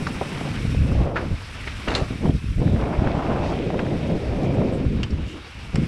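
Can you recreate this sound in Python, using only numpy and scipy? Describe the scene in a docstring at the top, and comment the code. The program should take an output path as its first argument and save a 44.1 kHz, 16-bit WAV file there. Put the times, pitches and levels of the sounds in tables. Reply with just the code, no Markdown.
"""Wind buffets a helmet microphone while the tyres of a mountain bike hiss over a plank bridge.
The bike drops onto a dirt trail and runs out on gravel. Turbulent eddies thump, roar and rush,
higher as speed builds; the tread scrubs the ground and crunches grit. Boards and roots knock the
wheels, impacts ring the frame's metal and jangle the chain, and a few dry clicks come near the end."""
import sys
import numpy as np
from scipy import signal
from scipy.fft import rfft, irfft, next_fast_len
from scipy.io import wavfile
from scipy.ndimage import uniform_filter1d

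SR = 44100
rng = np.random.default_rng(int(sys.argv[2]) if len(sys.argv) > 2 else 0)


def master(y):
    """Save y as 16-bit WAV."""
    cut = np.clip(np.atleast_2d(y).T, -1, 1)
    pcm = np.round(cut * 32767)  # scale
    wavfile.write(sys.argv[1], SR, pcm.astype(np.int16))


N = 258867
TIME = np.arange(N) / SR


def from_db(db):
    """Amplitude ratio of a level in decibels."""
    return 10 ** (np.asarray(db) / 20)


def rms_one(x):
    """Normalise to unit power."""
    return x / np.sqrt(np.mean(x ** 2) + 1e-20)


def in_time(rows):
    """Interpolate each column of a time curve at every sample."""
    s, *columns = np.transpose(rows)
    return [np.interp(TIME, s, c) for c in columns]


def colour(x, spectrum):
    """Spectral shaping to rms 1. Each row of a spectrum: frequency in Hz, relative density in dB."""
    hz, db = np.transpose(spectrum)
    size = next_fast_len(N)
    bins = np.maximum(np.fft.rfftfreq(size, 1 / SR), 1)
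    gain = from_db(np.interp(np.log(bins), np.log(hz), db, right=-120))
    return rms_one(irfft(rfft(x, size) * gain, size)[:N])


def flutter(rate_hz, depth_db):
    """Random amplitude modulation: a gain of rms 1 that follows low-passed noise."""
    r = np.exp(-2 * np.pi * rate_hz / SR)
    slow = signal.lfilter([1], [1, -2 * r, r * r], rng.standard_normal(N + SR))[SR:]
    return rms_one(from_db(depth_db * np.clip(rms_one(slow), -2, 2)))


def airflow(spectrum, steady_s):
    """Stationary turbulence: noise whose power holds steady over spans longer than steady_s."""
    noise = colour(rng.standard_normal(N), spectrum)
    return noise / np.sqrt(uniform_filter1d(noise ** 2, int(steady_s * SR)) + 1e-6)


def glide(x, speed):
    """Reading a noise at a changing speed scales all its frequencies alike."""
    return np.interp(np.cumsum(speed) % N, np.arange(N), x)


def band(x, centre_hz, spread):
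    """A band-pass resonance reaching a factor spread either side of its centre."""
    spread = max(spread, 1.02)
    edges = [centre_hz / spread, min(centre_hz * spread, .45 * SR)]
    return signal.sosfilt(signal.butter(1, edges, "band", fs=SR, output="sos"), x)


def low_pass(x, hz, order):
    """Attenuate everything above hz."""
    return signal.sosfilt(signal.butter(order, min(hz, .45 * SR), fs=SR, output="sos"), x)


def ring(x, hz, t60):
    """One damped mode, with the same power gain whatever its decay."""
    r, w = from_db(-60 / (t60 * SR)), 2 * np.pi * hz / SR
    return signal.lfilter([0, np.sin(w) * np.sqrt(1 - r * r)], [1, -2 * r * np.cos(w), r * r], x + 1e-18)


def snap(hz, spread):
    """One hard contact: the impulse response of a heavily damped resonance; peak 1."""
    pulse = band(band(signal.unit_impulse(SR // 30), hz, spread), hz, spread)
    pulse = low_pass(pulse, hz * 2, order=2)
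    return pulse / abs(pulse).max()


def add(out, s, sound):
    """Superpose a sound from time s."""
    start = max(round(s * SR), 0)
    out[start:start + len(sound)] += sound[:N - start]


def strike(blows, modes, t60, crack_db, octave_db, attack_s):
    """Modal excitation: chattering contacts crack and ring the modes nearest their brightness."""
    out, t = np.zeros(N), TIME[:SR // 3]
    for s, db, bright_hz, chatter_s in blows:
        chatter = (1 - np.exp(-t / attack_s)) * np.exp(-t / chatter_s)
        contact = rng.standard_normal(len(t)) * chatter
        rings = np.zeros(len(t))
        for hz, mode_db in modes:
            octaves_away = abs(np.log2(hz / bright_hz))
            rings += from_db(mode_db - octave_db * octaves_away) * rms_one(ring(contact, hz, t60))
        crack = from_db(crack_db) * rms_one(band(contact, bright_hz, spread=1.45))
        sound = low_pass(rms_one(rings) + crack, 7750, order=6)
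        add(out, s, from_db(db) * sound * np.sqrt(np.mean(chatter ** 2)))
    return out


def ground():
    """The surface sets the excitation; its properties blend as the wheels cross to the next stretch."""
    # Each row: start in seconds, loose stones per second, their level in dB, crunch in dB, extra
    # buffeting from the shaken head in dB. Three stretches of bridge come first, then dirt, grass,
    # loose gravel, packed gravel and sand.
    stretches = [(0, 340, -46, -41, -9.5), (0.579, 130, -48, -53, -0.5), (.95, 210, -54, -39.5, 2),
                 (1.26, 140, -54, -47, 1), (2.15, 99, -54, -66, 0), (2.78, 350, -47, -35, -0.5),
                 (3.55, 510, -50.5, -67, -6), (4.75, 170, -67, -48.5, -2.5)]
    s, *columns = np.transpose(stretches)
    blend_s = 0.037
    crossed = np.clip((TIME - s[1:, None]) / blend_s + .5, 0, 1)
    return [c[0] + np.diff(c) @ crossed for c in columns]


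def wind():
    """Turbulent cascade: large eddies buffet the microphone, ever smaller ones roar, swirl and rush."""
    # Each row: time in seconds, level of the low roar in dB, strength of the fast flow in dB.
    strength = [(0.0, -29, -44), (0.06, -27, -42.5), (0.27, -34, -42.5), (0.43, -28, -40.5),
                (0.6, -28.5, -51), (0.8, -26.5, -47.5), (0.96, -20.5, -32), (1.06, -32, -32.5),
                (1.24, -33, -32), (1.275, -30, -47), (1.32, -32.5, -40), (1.39, -46, -59),
                (1.86, -39, -48.5), (1.88, -35, -31), (2.02, -30.5, -31), (2.07, -40, -48),
                (2.115, -28, -41), (2.18, -36.5, -49.5), (2.25, -22, -33.5), (2.298, -15, -27.5),
                (2.315, -30, -41), (2.35, -21.5, -48), (2.4, -40, -56), (2.52, -30, -55),
                (2.565, -37.5, -50), (2.595, -25, -34), (2.74, -22.5, -33.5), (2.85, -30.5, -33),
                (3.06, -25, -29), (3.24, -32.5, -30), (3.33, -26.5, -30.5), (3.55, -30.5, -30),
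                (3.61, -28.5, -32), (3.68, -27, -29.5), (3.82, -26, -27.5), (3.92, -26, -33),
                (4.16, -22, -29.5), (4.21, -32.5, -32.5), (4.45, -23, -29.5), (4.61, -22, -29.5),
                (4.76, -25, -30), (4.9, -22, -39.5), (5.0, -26.5, -47), (5.1, -31.5, -46),
                (5.21, -29, -45.5), (5.46, -53.5, -53), (5.63, -42.5, -63), (5.715, -42, -56),
                (5.75, -40.5, -33.5), (5.87, -29, -48)]
    # Speed and the turn of the head move the rush. Each row: time in seconds, centre in Hz.
    rush_pitch = [(0, 559.6), (1.2, 581.7), (2.28, 621.7), (2.6, 490), (2.85, 606.7), (3.25, 670),
                  (3.52, 651), (3.62, 439.4), (3.69, 439.3), (3.82, 550.3), (4.2, 495.6), (4.45, 574.6),
                  (4.73, 554), (4.85, 431.2), (4.98, 370), (5.2, 450), (5.87, 499.7)]
    # Eddy spectra, largest eddies first. Each row: frequency in Hz, relative density in dB.
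    buffet_spectrum = [(12, -46), (25, -5.5), (42, 1), (65, 4.5), (85, 3), (115, -1), (170, -22.5),
                       (300, -22), (600, -70)]
    roar_spectrum = [(70, -10), (110, -2), (150, 1), (200, -1.5), (260, -4.5), (330, -15), (480, -20),
                     (1000, -81)]
    swirl_spectrum = [(180, -17), (270, 0), (350, -0.5), (440, -6), (550, -9), (750, -22.5), (1500, -51)]
    rush_spectrum = [(300, -8.5), (450, -5), (580, 0), (720, -5.5), (900, -12.5), (1200, -21.5),
                     (1700, -35.5), (3000, -46), (8000, -81)]
    roar_db, flow_db = in_time(strength)
    rush_hz, = in_time(rush_pitch)
    _, _, _, shaken_db = ground()
    roar_over_cruise_db, flow_over_cruise_db = roar_db + 30.5, flow_db + 37
    # buffeting grows with the roar and eases when the flow is fast and even
    buffet_db = -29.5 + shaken_db + 0.7 * roar_over_cruise_db - 0.16 * flow_over_cruise_db
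    buffet = from_db(buffet_db) * airflow(buffet_spectrum, steady_s=0.094)
    buffet *= flutter(rate_hz=7.1, depth_db=2.5)
    roar = from_db(roar_db) * airflow(roar_spectrum, steady_s=0.052)
    swirl_db = 0.3 * roar_db + 0.7 * flow_db - 1.35  # middle-sized eddies follow both large and small
    swirl = from_db(swirl_db) * airflow(swirl_spectrum, steady_s=0.0206)
    rush = glide(airflow(rush_spectrum, steady_s=0.018), rush_hz / 580)  # the spectrum peaks at 580 Hz
    rush *= from_db(-38 + 1.16 * flow_over_cruise_db)
    small_eddies = (swirl + rush) * flutter(rate_hz=330, depth_db=0.4)
    return buffet + (roar + small_eddies) * flutter(rate_hz=32, depth_db=2.06)


def tyres():
    """Friction noise: knobs scrub out a hiss and a spray of dust; faint narrow tones waver in the hiss."""
    # Each row: time in seconds, relative levels of hiss and of spray in dB.
    levels = [(0.0, -41.5, -59.5), (0.39, -39.5, -59), (0.75, -41.5, -60), (1.01, -42, -64),
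              (1.21, -45, -66.5), (1.75, -40, -61.5), (2.45, -46.5, -64), (3.22, -44, -70),
              (4.1, -44.5, -67), (5.05, -46.5, -71), (5.6, -46, -68.5), (5.87, -43, -65)]
    # Spectra of the scrubbing and the dust. Each row: frequency in Hz, relative density in dB.
    hiss_spectrum = [(400, -23), (800, -8), (1300, 3), (1900, 1.5), (2300, 3.5), (2550, 2.5), (3100, -1.5),
                     (3700, -3.5), (4200, -6.5), (5400, -10), (6500, -17.5), (8000, -21.5), (14000, -60)]
    spray_spectrum = [(4000, -9), (5400, 9.5), (6800, -2.5), (7700, 2.5), (8900, 2.5), (9450, -3),
                      (10200, 1), (11000, -5.5), (12000, -9), (13000, -16), (13900, -17), (14600, -32)]
    # Each row: frequency in Hz, time to decay by 60 dB in seconds, level relative to the hiss in dB.
    hiss_resonances = [(2240, 0.028, -15.5), (2646, 0.0082, -13), (3200, 0.01, -14.5), (3730, 0.012, -16.5),
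                       (4690, 0.0028, -18), (5160, 0.0027, -34)]
    hiss_db, spray_db = in_time(levels)
    hiss = colour(rng.standard_normal(N), hiss_spectrum) * flutter(rate_hz=28, depth_db=0.94)
    tones = np.zeros(N)
    for hz, t60, db in hiss_resonances:
        tone = band(ring(rng.standard_normal(N), hz, t60), hz, spread=1.6)
        tones += from_db(db) * rms_one(tone) * flutter(rate_hz=6.7, depth_db=6.5)
    spray = colour(rng.standard_normal(N), spray_spectrum) * flutter(rate_hz=28, depth_db=1.3)
    return from_db(hiss_db + 0.57) * (hiss + tones) + from_db(spray_db + 8.5) * spray


def grit():
    """Shot noise: stones snap under the tread at random, each with its own size and pitch."""
    # Each row: frequency in Hz, gain in dB.
    stone_spectrum = [(400, -31), (900, 1.5), (1500, 2), (2500, 7), (3600, -9.5), (5500, -28), (7000, -29),
                      (10000, -16), (14000, -47)]
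    stones_per_s, grit_db, _, _ = ground()
    sizes = from_db(1.6 * np.minimum(rng.exponential(1, N), 3.5)) * rng.choice([-1, 1], N)
    impacts = sizes * (rng.random(N) < stones_per_s / SR)
    pitches_hz = np.geomspace(800, 7000, 16)
    pitch_index = rng.integers(0, len(pitches_hz), N)
    rings = sum(ring(impacts * (pitch_index == k), hz, t60=9 / hz) for k, hz in enumerate(pitches_hz))
    return from_db(grit_db) * colour(rings, stone_spectrum)


def crunch():
    """Granular friction: countless small stones grind together under the tread in uneven clumps."""
    # Each row: frequency in Hz, relative density in dB.
    gravel_spectrum = [(400, -2), (750, 1.5), (1050, 1), (1400, -4.5), (1900, -13), (2800, -17),
                       (5000, -51), (10000, -59)]
    _, _, crunch_db, _ = ground()
    grains = rng.standard_normal(N) * (rng.random(N) < 3000 / SR)  # 3000 contacts a second
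    return from_db(crunch_db) * colour(grains, gravel_spectrum) * flutter(rate_hz=21, depth_db=3.0)


def knocks():
    """Impact and crackle: most rows are boards, roots and stones striking the wheels, a few are sharp crackles
    of the wind; each is a snap, then dense, damped modes round one pitch."""
    # Each row: start in seconds, relative level in dB, centre in Hz, decay time in seconds.
    blows = [(0.0685, -16.5, 1300, 0.0055), (0.2128, -13, 560, 0.0079), (0.41, -24.5, 555, 0.011),
             (.452, -28, 557, .014), (.652, -26, 400, .005), (.747, -23.5, 547, 0.0027),
             (.918, -27, 900, 0.0036), (1.159, -20, 1380, 0.02), (1.163, -19, 1360, 0.023),
             (1.171, -22, 1700, 0.0053), (1.671, -27, 397, 0.0065), (1.674, -22, 1840, 0.0097),
             (1.873, -22, 450, 0.038), (1.8756, -19, 1400, 0.009), (1.883, -17.5, 1550, 0.0083),
             (1.899, -24, 990, 0.014), (1.916, -20, 1450, 0.016), (1.951, -25.5, 1210, 0.056),
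             (2.106, -24.5, 463, 0.0082), (2.256, -17, 674, 0.0032), (2.617, -22, 535, 0.013),
             (3.073, -17, 1300, 0.0022), (3.703, -17.5, 660, 0.0034), (3.743, -20, 681, 0.0032),
             (3.7922, -18.5, 1530, 0.0054), (4.616, -18, 799, 0.0027)]
    out, t = np.zeros(N), TIME[:SR // 3]
    for s, db, centre_hz, decay_s in blows:
        shake = (1 - np.exp(-t / 0.00028)) * np.exp(-t / decay_s)
        body = band(rng.standard_normal(len(t)) * shake, centre_hz, spread=1.31)
        body = low_pass(body, centre_hz * 1.48, order=2)
        add(out, s, from_db(db - 4.5) * rms_one(body) * np.sqrt(np.mean(shake ** 2)))
        add(out, s, from_db(db - 0.5) * snap(centre_hz, spread=1.6))
    return out


def clanks():
    """Free vibration: chain and frame meet with a snap, the metal rings on and the links jangle."""
    # Each row: start in seconds, level in dB, brightness in Hz, decay time of the chatter in seconds.
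    blows = [(0.071, -30, 4750, 0.0024), (1.158, -53, 4300, 0.014), (1.674, -36, 4020, .008),
             (1.882, -21.5, 2750, 0.0044), (1.904, -30, 3340, 0.006), (1.917, -41, 3000, .003),
             (1.939, -30, 4030, 0.004), (1.9505, -12.5, 3900, 0.0023), (1.969, -37, 4300, .004),
             (3.793, -35, 2800, 0.0021)]
    # Each row: frequency in Hz, relative level in dB.
    frame_modes = [(1600, 12), (2000, 6), (2800, 26), (3700, 3), (3860, 16), (4000, 14), (4200, 6),
                   (4560, 2), (5350, 16), (6800, 11), (7400, 11), (8600, 2)]
    # Each row: frequency in Hz, relative density in dB.
    link_spectrum = [(1200, -6), (2000, 2), (2800, -0.5), (3300, -2), (3900, 2), (4450, 1), (5000, -5),
                     (5500, -10), (7000, -10), (10000, -21.5), (13000, -47), (14200, -43)]
    rattle_db, rise_s, decay_s, touches_per_s = -15.5, 0.002, 0.032, 4500
    touches = rng.choice([-1, 1], N) * (rng.random(N) < touches_per_s / SR)
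    hits = strike(blows, frame_modes, t60=0.022, crack_db=-13.5, octave_db=21, attack_s=0.000087)
    tail = strike(blows, frame_modes, t60=0.11, crack_db=-30, octave_db=10, attack_s=0.0001)
    shaking = np.zeros(N)
    for s, db, bright_hz, _ in blows:
        add(hits, s, from_db(db - 5.5) * snap(bright_hz, spread=1.09))
        onset = np.clip((TIME - s) / rise_s, 0, 1)
        shaking += from_db(db + rattle_db) * onset * np.exp(-abs(TIME - s) / decay_s)
    return hits + from_db(-10) * tail + shaking * colour(touches, link_spectrum)


def scuffs():
    """Band-limited friction noise: broad scuffs through sand and narrow whirs swell and fade."""
    # Each row: peak time in seconds, level in dB, half length in seconds, centre in Hz, spread factor.
    swells = [(0.424, -51, .08, 2550, 1.03), (0.554, -47, 0.016, 3100, 1.07), (0.801, -47, 0.1, 2550, 1.05),
              (2.42, -52, 0.035, 2570, 1), (3.483, -48, 0.046, 4400, 1.33), (4.0, -58, .09, 3680, 1.03),
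              (4.443, -55, .015, 5500, 1.4), (4.517, -48, 0.1, 2380, 1.06), (4.746, -56, .018, 8000, 1.14),
              (5.284, -47, 0.079, 2880, 1.09), (5.303, -56, 0.032, 6290, 1.34),
              (5.346, -38, 0.041, 303, 1.19), (5.582, -49.5, 0.11, 2730, 1.1),
              (5.813, -46, 0.022, 2185, 1.04)]
    out, t = np.zeros(N), TIME[:SR]
    middle = t[-1] / 2
    for s, db, half_s, centre_hz, spread in swells:
        scuff = band(band(rng.standard_normal(len(t)), centre_hz, spread), centre_hz, spread)
        sound = from_db(db) * rms_one(scuff) * np.exp(-.5 * ((t - middle) / half_s) ** 2)
        before_start = max(round((middle - s) * SR), 0)
        add(out, s - middle, sound[before_start:])
    return out


def thumps():
    """As the head is jolted, one eddy hits the microphone: a pressure peak between shallow troughs."""
    # Each row: peak time in seconds, relative level in dB, pitch in Hz.
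    eddies = [(.653, -9, 96), (0.748, -18, 110), (0.773, -14, 55), (0.808, -8, 75), (.915, -11, 85),
              (.967, -7.5, 69.6), (1.008, -10, 100), (1.333, -14, 75), (1.883, -12.5, 150),
              (2.023, -14, 95), (2.109, -16.5, 131), (2.278, -9.5, 159), (2.298, -4, 153),
              (2.443, -16, 109), (2.617, -7, 129), (2.667, -9, 125), (2.745, -21, 190), (2.836, -10, 91),
              (2.919, -13, 130), (2.991, -6, 62), (3.022, -3.5, 137), (3.058, -14, 80), (3.15, -11.5, 75),
              (3.178, -12, 140), (3.315, -12, 120), (4.154, -23, 110), (4.865, -10.5, 72),
              (5.748, -5.5, 83), (5.761, -18, 140), (5.786, -8, 145.6)]
    pressure = np.zeros(N)
    for s, db, hz in eddies:
        u = np.pi * hz * (TIME - s)
        pressure += from_db(db) * (1 - 3 * u ** 2) / (1 + u ** 2) ** 3
    return low_pass(pressure, 580, order=2)


def gusts():
    """Bursts of turbulence: jolts and turns of the head throw swells of air across the microphone."""
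    # Each row: peak time in seconds, relative level in dB, half length in seconds, upper edge in Hz.
    swells = [(0.788, -15, 0.057, 127), (.921, -16, 0.012, 161), (1.004, -13.5, 0.03, 140),
              (1.327, -14.5, 0.016, 131), (1.89, -17, 0.009, 117), (2.006, -24, 0.013, 565),
              (2.344, -20, 0.0049, 260), (2.517, -16, 0.016, 151), (2.594, -13.5, 0.018, 152),
              (2.662, -19.5, 0.025, 217), (2.737, -17.5, 0.025, 200), (3.068, -14, 0.0074, 172),
              (4.14, -23.5, 0.016, 140), (4.301, -20.5, .04, 110), (4.52, -18, .014, 260),
              (4.603, -17, 0.014, 403), (5.147, -20.5, 0.012, 207), (5.753, -16.5, 0.011, 159),
              (5.79, -14, 0.012, 207), (5.827, -13.5, 0.0078, 265)]
    out, t = np.zeros(N), TIME[:SR // 4]
    middle = t[-1] / 2
    for s, db, half_s, edge_hz in swells:
        swell = np.exp(-.5 * ((t - middle) / half_s) ** 2)
        turbulence = band(rng.standard_normal(len(t)), edge_hz * 0.49, spread=1.68)
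        air = low_pass(turbulence, edge_hz, order=3) * swell
        add(out, s - middle, from_db(db - 3.5) * rms_one(air) * np.sqrt(np.mean(swell ** 2)))
    return out


def hiss_duck():
    """Gain envelope: the hiss and grit dip briefly near 1.1 s and come back quickly."""
    at_s, depth_db, fade_s, return_s = 1.135, -10, 0.068, 0.013
    ease_s = np.where(TIME < at_s, fade_s, return_s)
    return from_db(depth_db * np.exp(-abs(TIME - at_s) / ease_s))


def pings():
    """Impulsive release: the tread pinches a larger stone and shoots it aside."""
    # Each row: start in seconds, peak level in dB, pitch in Hz.
    stones = [(1.643, -26, 2000), (1.696, -30, 3200), (1.719, -28, 2300), (2.678, -26, 1570),
              (2.762, -25.5, 1440), (2.813, -27, 2680), (3.064, -32, 2900), (3.118, -30, 3672),
              (3.267, -26, 1400), (3.335, -32, 1500), (3.432, -31, 1700), (3.482, -30, 1909),
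              (3.59, -28, 3000), (3.866, -27, 1580), (3.909, -34, 3204), (4.434, -34, 4297),
              (4.852, -34, 1300), (5.266, -31, 3200)]
    out = np.zeros(N)
    for s, db, hz in stones:
        add(out, s, from_db(db) * snap(hz, spread=1.32))
    return out


def clicks():
    """Heavily damped modes make short dry clicks, as of a gear lever."""
    # Each row: start in seconds, level in dB, brightness in Hz, decay time of the chatter in seconds.
    blows = [(5.031, -18.5, 3050, 0.0031), (5.0375, -26, 2950, 0.0045), (5.105, -39, 5580, 0.0053),
             (5.756, -20.5, 6500, 0.0015), (5.757, -25.5, 1983, 0.005)]
    # Each row: frequency in Hz, relative level in dB.
    lever_modes = [(1250, -1), (1670, 7), (2110, 4), (2400, 3), (2830, 2), (3060, 7), (4540, 3), (4890, 0),
                   (5480, -1), (7600, -3), (8200, -5), (10100, 8)]
    return strike(blows, lever_modes, t60=0.014, crack_db=-7.0, octave_db=19, attack_s=0.0003)


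def scene():
    """Free field: every source reaches the one microphone directly."""
    rolling = (tyres() + grit()) * hiss_duck() + crunch() + pings() + scuffs()
    bike = knocks() + clanks() + clicks()
    return (wind() + gusts() + thumps() + rolling + bike)[None]


def record(dry):
    """Soft saturation rounds the peaks and a steep low-pass removes the highest treble."""
    ceiling, stop_hz = 0.72, 15400
    rounded = ceiling * np.tanh(dry / ceiling)
    return signal.sosfilt(signal.cheby2(14, 70, stop_hz, fs=SR, output="sos"), rounded)


dry = scene()
out = record(dry)
master(out)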